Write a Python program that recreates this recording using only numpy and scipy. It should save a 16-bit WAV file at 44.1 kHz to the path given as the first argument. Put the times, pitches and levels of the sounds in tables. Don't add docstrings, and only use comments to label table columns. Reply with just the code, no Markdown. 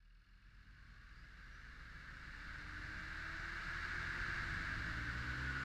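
import sys
import numpy as np
from scipy import signal
from scipy.fft import rfft, irfft
from scipy.io import wavfile

SR = 44100
rng = np.random.default_rng(int(sys.argv[2]) if len(sys.argv) > 2 else 0)


def to_wav(sig):
    pcm = np.clip(np.atleast_2d(sig), -1, 1) * 32767
    pcm = np.round(pcm).astype(np.int16)
    wavfile.write(sys.argv[1], SR, pcm.T)


N = 248724
TIME = np.arange(N) / SR
IDLE_HZ, CRUISE_HZ = 38.26, 70


def motorcycle(throttle_db=5.5, brightening=0.37):
    # (multiple of the firing rate [1], level [dB])
    orders = [(.5, -11.5), (1.5, -18), (2, -2.5), (2.5, -15), (3, -6.5), (3.5, -25), (4, -7.5), (5, -8),
              (6, -14), (7, -15.5), (8, -15.5)]
    # (frequency [Hz], gain [dB])
    pipe = [(30, 1), (80, -0.5), (120, 3.5), (160, -3.5), (205, -11), (250, -2), (320, -3.5), (390, -22.5),
            (480, -8), (700, -20)]
    # (frequency [Hz], relative spectral level [dB])
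    chain = [(250, -5.5), (450, -9.5), (680, -19.5), (1050, -6), (1500, 5.5), (2300, -14), (3000, -12.5),
             (5000, -30.5), (8000, -34), (14000, -57)]
    opened, hz = throttle()
    turns, octaves = turns_of(hz), np.log2(hz / IDLE_HZ)
    tilt = (hz / 55) ** brightening
    overtones = 0
    for k, db in orders:
        gain = gain_of(db) * tilt ** np.log2(k / 2) * response(pipe, k * hz)
        overtones += gain * tone(k * turns, rough=.13, rough_hz=25)
    bark = gain_of(-61.5 + 7 * octaves + throttle_db * opened) * overtones
    whirr = gain_of(-67 + 20 * octaves) * noise(chain)
    note = gain_of(-52.5 + 3 * octaves) * tone(turns, rough=0.068)
    return note + bark + whirr


def throttle(pull_s=3.68, octaves_per_s=.428):
    # (centre time [s], half length [s], rise in firing rate [Hz])
    blips = [(0.757, .24, 3.6), (2.791, .22, 8.2)]
    opened = ramp(pull_s, length_s=.35)
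    hz = IDLE_HZ * 2 ** (octaves_per_s * np.maximum(TIME - pull_s, 0))
    for centre_s, half_s, rise_hz in blips:
        blip = np.exp(-abs((TIME - centre_s) / half_s) ** 3)
        opened += blip
        hz += rise_hz * blip
    return opened, hz


def diesel(turns, octaves):
    note = tone(turns, rough=0.11) + gain_of(-14) * tone(2 * turns, rough=0.19)
    return gain_of(-55.5 - 6.5 * octaves) * note


def fan(hz, turns, octaves, blades_per_firing=4.233):
    # (frequency [Hz], gain [dB])
    bay = [(195, 5), (240, -3), (275, -5), (305, 1), (345, -2.5), (420, -18), (510, -7), (590, -11),
           (655, -6.5), (700, -17)]
    blades, blade_hz = blades_per_firing * turns, blades_per_firing * hz
    hum, overtone = (response(bay, k * blade_hz) * tone(k * blades, rough=0.3, rough_hz=14)
                     for k in (1, 2))
    return gain_of(-65 + 13.5 * octaves) * (hum + gain_of(-2 + 10 * octaves) * overtone)


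def whines(hz, turns, octaves, gear_ratio=21.165, belt_ratio=103.7):
    # (frequency [Hz], gain [dB])
    gearbox = [(830, -46), (1130, -8), (1260, -23), (1460, -0.5), (1750, 3)]
    lift = ramp(start_s=4.5, length_s=1.25)
    gear = response(gearbox, gear_ratio * hz) * tone(gear_ratio * turns, rough=0.41, rough_hz=18)
    belt = unit_rms(tone(belt_ratio * turns, rough=3.4, rough_hz=130))
    return gain_of(-61.5 + 12.5 * lift) * gear + gain_of(-90.5 + 14 * octaves + 11 * lift) * belt


def knock(turns, octaves, decay_cycles=0.34, uneven=0.2, chatter=0.11):
    # (frequency [Hz], nominal width [Hz], level before the knock's gain [dB])
    modes = [(1660, 60, -88), (2295, 160, -85), (2570, 46, -87.5), (2825, 70, -84), (3506, 63, -95),
             (5050, 410, -89.5)]
    force = 1 + uneven * np.cos(np.pi * np.floor(turns))
    blows = chatter + force * np.exp(-(turns % 1) / decay_cycles)
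    rattle = blows * rng.standard_normal(N)
    ring = sum(gain_of(db) * unit_rms(resonate(rattle, hz, 2 * width)) for hz, width, db in modes)
    return gain_of(11.5 - 2.5 * octaves) * ring


def valves(turns, octaves, sharpness=2.9):
    # (frequency [Hz], relative spectral level [dB])
    tick = [(2500, -30), (3600, -1), (5100, -3), (5600, -17), (8000, -18), (12000, -26)]
    pulses = np.exp(sharpness * np.cos(2 * np.pi * turns))
    return gain_of(-82 - 9 * octaves) * unit_rms(pulses * noise(tick))


def turbo(idle_hz=4310, spool_s=1.02, spool_hz_per_s=2930):
    # (frequency [Hz], gain [dB])
    duct = [(4300, -1), (4500, -7), (4800, 7), (5300, -14), (5850, 2), (6400, -21), (9500, -15),
            (14000, -35)]
    hz = idle_hz + spool_hz_per_s * np.maximum(TIME - spool_s, 0)
    whistle = unit_rms(tone(turns_of(hz), rough=5.4, rough_hz=220))
    return gain_of(-73.5) * response(duct, hz) * whistle


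def rush(turns, octaves, throb=0.039, flutter_db=0.36):
    # (frequency [Hz], relative spectral level [dB])
    case_band = [(300, -18), (450, -23), (820, -22.5), (905, -17), (980, -19), (1250, -7.5), (1510, 0.2),
                 (1650, 2), (1870, -5.5), (2310, -10.5), (2470, -20.5), (2780, -15.5), (3000, -29),
                 (3250, -52.5)]
    # (frequency [Hz], relative spectral level [dB])
    hiss_band = [(2400, -22), (3000, -2.5), (3250, -6), (3500, -2.5), (4000, 0), (4600, -2), (5400, -8.5),
                 (6150, -13.5), (6700, -13.5), (8000, -19.5), (9000, -26.5), (10500, -46), (14200, -46)]
    # (frequency [Hz], relative spectral level [dB])
    fizz_band = [(5000, -24), (9000, 1), (14200, -4)]
    pulse = (1 + throb * np.cos(2 * np.pi * turns)) * gain_of(flutter_db * wander(41))
    fizz = gain_of(-82 + 4 * octaves) * noise(fizz_band)
    body = gain_of(-47 + 20 * octaves) * noise(case_band)
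    hiss = gain_of(-60.5 + 15.5 * octaves) * noise(hiss_band)
    return pulse * (body + hiss) + fizz


def wind(gust_db=1.5):
    # (time [s], level [dB])
    strength = [(0, -64), (1, -57.5), (2.7, -53.5), (3.7, -55), (4.6, -50), (5, -53), (5.64, -64.5)]
    # (frequency [Hz], relative spectral level [dB])
    buffet = [(12, -2.5), (32, 5), (50, -2.5), (80, -5), (110, -4.5), (165, -3), (230, -14), (320, -17),
              (380, -22), (700, -28), (1200, -58)]
    return gain_of(curve(strength) + gust_db * wander(15)) * noise(buffet)


def gain_of(db):
    return 10 ** (np.asarray(db) / 20)


def unit_rms(x):
    return x / np.sqrt(np.mean(x ** 2) + 1e-20)


def curve(rows):
    return np.interp(TIME, *np.transpose(rows))


def ramp(start_s, length_s):
    return np.clip((TIME - start_s) / length_s, 0, 1)


def response(points, hz):
    point_hz, db = np.transpose(points)
    return gain_of(np.interp(np.log(hz + 1), np.log(point_hz + 1), db))


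def noise(spectrum):
    hz = np.arange(N // 2 + 1) * SR / N
    return unit_rms(irfft(rfft(rng.standard_normal(N)) * response(spectrum, hz), N))


def wander(cutoff_hz, points=4096):
    hz = np.arange(points // 2 + 1) * SR / N
    slow = irfft(rfft(rng.standard_normal(points)) / (1 + (hz / cutoff_hz) ** 4))
    return unit_rms(np.interp(np.arange(N) * points / N, np.arange(points), slow))


def turns_of(hz):
    return np.cumsum(hz) / SR


def tone(turns, rough, rough_hz=12):
    angle = 2 * np.pi * (turns + rng.random())
    in_phase = 1 + rough * wander(rough_hz)
    quadrature = rough * wander(rough_hz)
    return np.sqrt(2) * (in_phase * np.cos(angle) + quadrature * np.sin(angle))


def resonate(x, hz, stage_width_hz):
    stage = signal.iirpeak(hz, hz / stage_width_hz, fs=SR)
    return signal.lfilter(*stage, signal.lfilter(*stage, x))


def scene():
    # (time [s], firing rate [Hz])
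    firing_rate = [(0, 39.2), (.5, 47.78), (1.1, 55.05), (2, 62.1), (2.55, 69.9), (3.5, 78.85),
                   (4.05, 82.3), (4.4, 80.9), (5.15, 70.52), (5.64, 68.6)]
    hz = curve(firing_rate)
    turns, octaves = turns_of(hz), np.log2(hz / CRUISE_HZ)
    bus = diesel(turns, octaves) + fan(hz, turns, octaves) + whines(hz, turns, octaves)
    bus += knock(turns, octaves) + valves(turns, octaves) + turbo()
    return (motorcycle() + bus + rush(turns, octaves) + wind())[None]


def record(dry, fade_from_db=-18.5, fade_s=5.51, floor_db=-106, cutoff_hz=14250):
    fade = np.interp(TIME, [0, fade_s], [gain_of(fade_from_db), 1])
    faded = fade * dry + gain_of(floor_db) * rng.standard_normal(N)
    tapered = faded * signal.windows.tukey(N, .002)
    low_pass = signal.firwin(511, cutoff_hz, window=("kaiser", 9), fs=SR)
    return signal.oaconvolve(tapered, low_pass[None], "same")


dry = scene()
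out = record(dry)
to_wav(out)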